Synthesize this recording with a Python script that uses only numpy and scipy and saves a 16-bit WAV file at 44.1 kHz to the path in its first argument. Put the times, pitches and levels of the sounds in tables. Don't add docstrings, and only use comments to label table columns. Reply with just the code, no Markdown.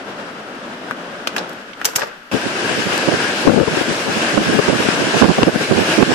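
import sys
import numpy as np
from scipy import signal
from scipy.fft import rfft, irfft
from scipy.io import wavfile
from scipy.ndimage import uniform_filter1d

SR = 44100
rng = np.random.default_rng(int(sys.argv[2]) if len(sys.argv) > 2 else 0)


def amplitude_ratio(level_db):
    exponent = np.asarray(level_db, float) / 20
    return 10 ** exponent


def wav_record(signal):
    frames = np.transpose(np.atleast_2d(signal))
    bounded = np.clip(frames, -1, 1)
    quanta = np.round(bounded * 32767).astype(np.int16)
    wavfile.write(sys.argv[1], SR, quanta)


N = 271170
CUT_S = 2.3144

# time_s, level_db
SHELTER_WIND = [(0, -36.5), (.8, -37.5), (.95, -36), (1.25, -37.5), (1.42, -35), (1.65, -40), (2.0, -39.5),
                (2.12, -41.5), (2.31, -42.5)]
# time_s, level_db
OPEN_WIND = [(2.31, -25.5), (2.5, -25.5), (2.75, -22), (3.4, -22), (3.8, -21), (4.05, -24), (4.2, -21.5),
             (4.9, -20), (5.05, -22.5), (5.3, -16.5), (5.6, -24), (5.75, -19), (5.95, -19.5), (6.15, -16.5)]
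# freq_hz, density_db_per_hz
SHELTER_COLOUR = [(140, -7), (220, 5), (380, -0.5), (620, 0.5), (1000, -10), (1400, -12.5), (2000, -14.5),
                  (3000, -17), (4500, -24), (7000, -32), (10500, -38.5), (14500, -43.5)]
OPEN_COLOUR = [(140, -0.5), (220, 5), (380, 4.5), (620, 1.5), (1000, -7), (1400, -13), (2000, -10),
               (3000, -12), (4500, -15), (7000, -21), (10500, -27.5), (14500, -33.5)]
# freq_hz, likeness_0_to_1
PORT_LIKENESS = [(60, 0.3), (200, 0.97), (500, 0.87), (800, 0.63), (1200, 0), (3000, 0)]
# freq_hz, gain_db
SHELTER_RECESS = [(100, -0.1), (300, -0.4), (600, 1.3), (1050, 5.1), (1550, 8.1), (2000, -0.8),
                  (2300, -3.8), (2750, 1.1), (3300, -1.6), (4200, -4.4), (5100, 2.3), (6000, -0.4),
                  (8000, -1.1), (12000, -3)]
OPEN_RECESS = [(100, -1.5), (300, -2.5), (600, 1), (1050, 4.5), (1350, 7), (1620, 11.5), (1950, -2.5),
               (2750, 4.5), (3300, -1.5), (4200, -7.5), (5100, 1), (6000, -3.5), (8000, -2.5), (12000, -6)]
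# time_s, left_over_right_db
HEADING = [(0, 0.5), (2.3, 0.5), (2.7, 2), (4.2, 0.5), (4.6, 1), (6.15, -0.5)]
# freq_hz, t60_s
WALL_DECAY = [(300, 0.4), (1500, 0.66), (5000, 0.25), (12000, 0.26)]

# start_s, length_s, level_db
SCRAPES = [
    (1.382, 0.013, -27),
    (1.859, 0.032, -29),
    (1.98, 0.016, -24),
    (2.016, 0.022, -25.5),
    (2.07, 0.019, -41),
]
# freq_hz, level_db
SCRAPE_COLOUR = [(200, -29), (450, 11.5), (1000, -0.5), (1800, -1), (2800, -8.5), (5000, -4), (10000, -32)]
# time_s, crack_db, thud_over_crack_db, left_over_right_db, thud_hz
SLAPS = [(0.916, -40.5, 17.5, 2, 1490), (1.272, -15.5, 4, 2.5, 2450), (1.3635, -13.5, -0.5, -1.5, 1660),
         (1.381, -27, 11, -2, 2880), (1.7328, -52, 21, -9, 2190), (1.8142, -28, 9.5, -2, 1350),
         (1.851, 1, -23, 0.5, 2230), (1.8741, -44, 18, -0.5, 1630), (1.934, -37, 8, -4, 1000),
         (1.9581, -0.8, -19.5, 0.5, 1900), (1.9835, -29, 6.5, 2, 957), (1.9942, -19, -13, -6, 1310),
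         (2.0086, -31.5, 7.5, -3, 1800), (2.0184, -31.5, 14.5, 7, 1700), (2.0326, -28, 9.5, -3, 1200),
         (2.0722, -34, 2, -7, 990)]
# time_s, crack_db, thud_over_crack_db, left_over_right_db, thud_hz
TICKS = [
    (0.9101, -20, 7.5, 1.5, 1190),
    (1.494, -29, -31, -15, 2000),
    (1.532, -29, -27, -6, 2000),
    (1.846, -7, -13, 7, 2000),
    (1.9545, -15, -16, 5, 2000),
    (2.9777, -9.5, -21, 9.5, 2000),
    (5.4311, -12, 11, 10.5, 1980),
    (6.026, -18, 8, -21, 1520),
]
# freq_hz, level_db
CRACK_COLOUR = [(800, -5.5), (2000, -10.5), (4000, -3.5), (6000, 6), (9000, -0.5), (13000, 1.5), (16000, 1)]
# multiple_of_thud_hz, level_db
THUD_COLOUR = [(.12, -5), (.3, -5.5), (.7, -7.5), (1.0, -4.5), (1.4, 1.5), (2.5, -13.5), (5, -38)]

# time_s, level_db, length_s
LEFT_EDDIES = [(2.349, -11, 0.031), (2.938, -19, 0.013), (3.468, -14.5, .008), (3.48, 1.5, 0.014),
               (3.5, -1.5, 0.016), (3.521, -8, 0.013), (3.54, -5, 0.012), (3.568, -4.5, 0.02),
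               (3.586, -3.5, 0.022), (3.602, -3, 0.0049), (3.617, -3, 0.02), (3.634, -6, 0.01),
               (3.682, -5.5, 0.01), (3.775, -10.5, 0.0093), (3.815, -10.5, 0.0096), (4.4, -20, 0.03),
               (4.555, -12, 0.047), (4.595, -2.5, 0.011), (4.859, -14.5, 0.017), (4.889, -3, 0.0021),
               (5.386, -7, 0.0084), (5.434, 0.5, 0.0053), (5.471, -6.5, 0.0052), (5.483, -42, 0.0043),
               (5.56, -6, 0.0063)]
RIGHT_EDDIES = [(2.871, -16.5, 0.023), (3.089, -7, 0.019), (3.128, -11.5, 0.019), (3.143, -10.5, .012),
                (4.379, -0.5, 0.0057), (4.398, -14, 0.044), (4.5, -13, 0.059), (4.685, -5.5, 0.0078),
                (4.701, -7.5, 0.019), (4.738, -10.5, 0.043), (4.805, -15.5, 0.019), (5.147, -11, 0.018),
                (5.17, -11, .014), (5.227, 5, 0.016), (5.246, 1.5, 0.0066), (5.259, -3, 0.015),
                (5.291, -3, 0.014), (5.307, -3, 0.021), (5.39, -7.5, 0.02), (5.426, -6.5, 0.023),
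                (5.486, -1.5, 0.019), (5.718, -5, 0.013), (5.745, -12, 0.059), (5.785, -8, 0.025),
                (5.815, -9, 0.032), (5.99, -5, 0.015), (6.012, -5.5, 0.022), (6.03, 5.5, 0.0086),
                (6.101, -9, 0.046), (6.119, -4.5, 0.004)]
# freq_hz, level_db
FRONT_COLOUR = [(300, 6), (700, 8.5), (1500, 2), (3000, -28.5), (6000, -25.5), (14000, -42.5)]

# freq_hz, density_db_per_hz
SELF_NOISE = [(25, -8), (120, -16), (2000, -30), (8000, -35), (14000, -29)]
# freq_hz, threshold_over_8_khz_mean_db
TREBLE_FLOOR = [(7000, -20), (9500, -7), (11000, -3), (12500, -2.5), (14400, -2), (14800, 20)]


def evened(x):
    return x / np.sqrt(np.mean(abs(x) ** 2) + 1e-20)


def smoothed(x, size, again, axis=0):
    return evened(uniform_filter1d(uniform_filter1d(x, size=size, axis=0), size=again, axis=axis))


def read(points, hz):
    f, value = np.transpose(points)
    return np.interp(np.log(hz + 1), np.log(f + 1), value)


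def coloured(x, points):
    hz = np.fft.rfftfreq(x.shape[-1], 1 / SR)
    return irfft(rfft(x) * amplitude_ratio(read(points, hz)), x.shape[-1])


def low_cut(x, hz):
    return signal.sosfilt(signal.butter(2, hz, "high", fs=SR, output="sos"), x)


def add(mix, s, sound):
    part = mix[..., round(s * SR):][..., :sound.shape[-1]]
    part += sound[..., :part.shape[-1]]


def trees(wind, colour, recess, roar_db, follow, patchy_db, gusty_db):
    frames, hz = N // 256 + 5, np.fft.rfftfreq(1024, 1 / SR)
    t = np.arange(frames) * 256 / SR
    s, wind_db = np.transpose(wind)
    hiss_db = np.interp(t, s, wind_db)
    pan_db = np.interp(t, *np.transpose(HEADING))
    roar_db = roar_db + follow * (hiss_db - np.mean(wind_db))

    shape = amplitude_ratio(read(colour, hz))
    hiss_db = hiss_db - 10 * np.log10(np.sum(shape[(hz > 2000) & (hz < 8000)] ** 2))
    roar_db = roar_db - 10 * np.log10(np.sum(shape[(hz > 150) & (hz < 1000)] ** 2))
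    upper = np.clip(np.log2((hz + 1) / 800) / 0.86, 0, 1)[:, None]

    a, b, c, d, patches = rng.standard_normal((frames, 513, 5)).T
    patches = smoothed(patches, 14, 12, axis=1)
    gusts = smoothed(rng.standard_normal(frames), 7, 7)
    field_db = upper * hiss_db + (1 - upper) * roar_db + patchy_db * patches + gusty_db * gusts

    same = np.clip(read(PORT_LIKENESS, hz), 0, 1)[:, None]
    right = a + 1j * b
    left = same * right + np.sqrt(1 - same ** 2) * (c + 1j * d)
    left = left * amplitude_ratio(read(recess, hz)[:, None] + upper * pan_db / 2)
    right = right * amplitude_ratio(-upper * pan_db / 2)
    z = np.array([left, right]) * shape[:, None] * amplitude_ratio(field_db)
    rush = signal.istft(z, nperseg=1024, noverlap=768)[1][:, :N]
    return low_cut(rush, 130)


def walls(x):
    taps = np.zeros((2, SR // 2))
    at = np.arange(100, SR // 2 - 20, 20) + rng.integers(0, 20, (2, (SR // 2 - 101) // 20))
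    np.put_along_axis(taps, at, rng.choice([-1., 1.], at.shape), 1)
    hz, t, z = signal.stft(taps, SR, nperseg=256)
    fading = z * amplitude_ratio(-60 * t / read(WALL_DECAY, hz)[:, None])
    tail = signal.istft(fading, SR, nperseg=256)[1]
    return signal.fftconvolve(x, tail / np.linalg.norm(tail[0]), axes=1)[:, :N]


def scrape():
    bite_db_per_s, let_go_db_per_s, grains_per_s = 1300, 900, 2600
    t = np.arange(N) / SR
    sizes = amplitude_ratio(4 * np.minimum(rng.exponential(1, (2, N)), 4))
    grains = sizes * (rng.random((2, N)) < grains_per_s / SR) * rng.choice([-1, 1], (2, N))
    drags = np.zeros(N)
    for s, length, db in SCRAPES:
        bite_db = bite_db_per_s * np.maximum(s - t, 0)
        let_go_db = let_go_db_per_s * np.maximum(t - s - length, 0)
        drags += amplitude_ratio(db - bite_db - let_go_db)
    return evened(coloured(grains, SCRAPE_COLOUR)) * drags


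def leaf():
    slap_t60_s, tick_t60_s = 0.038, 0.0092
    ring_db, ring_t60_s = 1.5, 0.04
    out, t = np.zeros((2, N)), np.arange(8192) / SR
    hits = [(*h, slap_t60_s) for h in SLAPS] + [(*h, tick_t60_s) for h in TICKS]
    for s, db, thud_db, pan_db, thud_hz, t60 in hits:
        noise = rng.standard_normal((3, 8192))
        crackle = noise[:2] * amplitude_ratio(1.8 * evened(uniform_filter1d(noise[2], size=24)))
        thud = coloured(crackle, np.multiply(THUD_COLOUR, [thud_hz, 1]))
        dulling = 0.023 * (thud_db + 33) / 1000
        crack = coloured(crackle, [(f, level - dulling * f) for f, level in CRACK_COLOUR])
        ring = np.cos(2 * np.pi * thud_hz * t + noise[0, 0]) * amplitude_ratio(ring_db - 60 * t / ring_t60_s)
        burst = evened(crack) + amplitude_ratio(thud_db + 8.5) * (evened(thud) + ring)

        rise = 0.0012 + 0.13 * t60 * min(amplitude_ratio(db), 1)
        attack = np.sin(np.pi / 2 * np.minimum(t / rise, 1)) ** 2
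        envelope = attack * amplitude_ratio(-60 * np.maximum(t - rise, 0) / t60)
        energy = np.sum((burst * envelope) ** 2, 1, keepdims=True)
        burst = burst * envelope * np.sqrt(np.sum(envelope ** 2) / energy)
        strength = amplitude_ratio(db - 6) * np.hypot(1, amplitude_ratio(thud_db + 5.5))
        pan = amplitude_ratio(np.array([[pan_db], [-pan_db]]) / 2)
        add(out, s - 0.36 * rise, strength * pan * burst)
    return out


def flutters():
    count, level_db, length_s = 14, -19, 0.029
    first_s = CUT_S + 0.1
    when, strength, size = rng.random((3, count))
    times = first_s + when * (N / SR - first_s)
    return list(zip(times, level_db + 6 * (strength - 0.5), length_s * (0.5 + size)))


def eddies(rows):
    middling_hz, middling_s, smaller_higher = 314, 0.011, 0.1
    width_octaves, overdrive = 0.84, 0.16
    out, t, hz = np.zeros(N), np.arange(-2048, 2048) / SR, np.fft.rfftfreq(4096, 1 / SR)
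    for s, db, length in list(rows) + flutters():
        noise = rng.standard_normal(4096)
        centre_hz = 0.93 * middling_hz * (length / middling_s) ** -smaller_higher
        octaves = np.log2((hz + 1) / centre_hz)
        skirts_db = np.where(octaves > 0, -7 - 11 * octaves, -8 + 3.1 * octaves)
        spectrum = np.exp(-0.5 * (octaves / width_octaves) ** 2) + amplitude_ratio(skirts_db)
        swing = signal.hilbert(irfft(rfft(noise) * spectrum))
        swing = (swing / (abs(swing) + 1e-9) ** 0.1).real
        passing = np.exp(-abs(1.45 * t / length) ** 2.5)
        swing = swing / np.sqrt(np.sum((swing * passing) ** 2) / np.sum(passing ** 2))

        db = db + 0.34 + overdrive * max(db + 7.5, 0)
        edge = np.exp(-((t + 0.2 * length) / 0.0025) ** 2)
        front = evened(coloured(noise[::-1], FRONT_COLOUR)) * edge
        add(out, s + t[0], amplitude_ratio(db) * (swing * passing + amplitude_ratio(-3 + 0.48 * db) * front))
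    return out


def ducked(x):
    from_db, share, fall_s, back_db_per_s = -12, 0.75, 0.05, 56
    past = np.exp(-1 / (fall_s * SR))
    power = signal.lfilter([1 - past], [1, -past], np.minimum(x ** 2, 1).max(0))
    back = np.arange(N) * back_db_per_s / SR
    held_db = np.maximum.accumulate(10 * np.log10(power + 1e-12) + back) - back
    return x * amplitude_ratio(-share * np.maximum(held_db - from_db, 0))


def thinned(x):
    frame = dict(window="cosine", nperseg=2048, noverlap=1024)
    hz, _, z = signal.stft(x, SR, **frame)
    near_8k = np.sqrt(np.mean(abs(z[:, (hz > 7000) & (hz < 9000)]) ** 2, axis=(0, 1)))
    wobble_db = 0.8 * rng.standard_normal(len(near_8k))
    need = near_8k * amplitude_ratio(read(TREBLE_FLOOR, hz)[:, None] + wobble_db)
    need = need * (near_8k < 1.9 * np.roll(near_8k, 2))
    rounded = (abs(z) > need) * np.maximum(1, 1.5 * need / (abs(z) + 1e-12))
    gain = np.where((hz < 6000)[:, None], 1, rounded) * (hz < 14900)[:, None]
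    return signal.istft(z * gain, SR, **frame)[1][:, :N]


def scene():
    sheltered = np.arange(N) < CUT_S * SR
    near = trees(SHELTER_WIND, SHELTER_COLOUR, SHELTER_RECESS,
                 roar_db=-35, follow=2.42, patchy_db=-0.28, gusty_db=1.18)
    far = trees(OPEN_WIND, OPEN_COLOUR, OPEN_RECESS,
                roar_db=-21, follow=0.59, patchy_db=0.88, gusty_db=0.93)
    slaps = low_cut(leaf() + scrape(), 120)
    slaps = slaps + amplitude_ratio(-12) * walls(slaps) * sheltered
    slaps = np.array([coloured(slaps[0], SHELTER_RECESS), slaps[1]])
    buffeting = np.array([eddies(LEFT_EDDIES), eddies(RIGHT_EDDIES)])
    return np.where(sheltered, near, far) + slaps + buffeting


def band_limit(x):
    return signal.sosfilt(signal.butter(12, 15490, fs=SR, output="sos"), x)


def record(dry):
    mix = ducked(low_cut(dry, 70))
    mix = mix + amplitude_ratio(-56) * evened(coloured(rng.standard_normal((2, N)), SELF_NOISE))
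    mix = np.clip(thinned(np.clip(mix, -1, 1)), -1, 1)
    return band_limit(mix)


dry = scene()
out = record(dry)
wav_record(out)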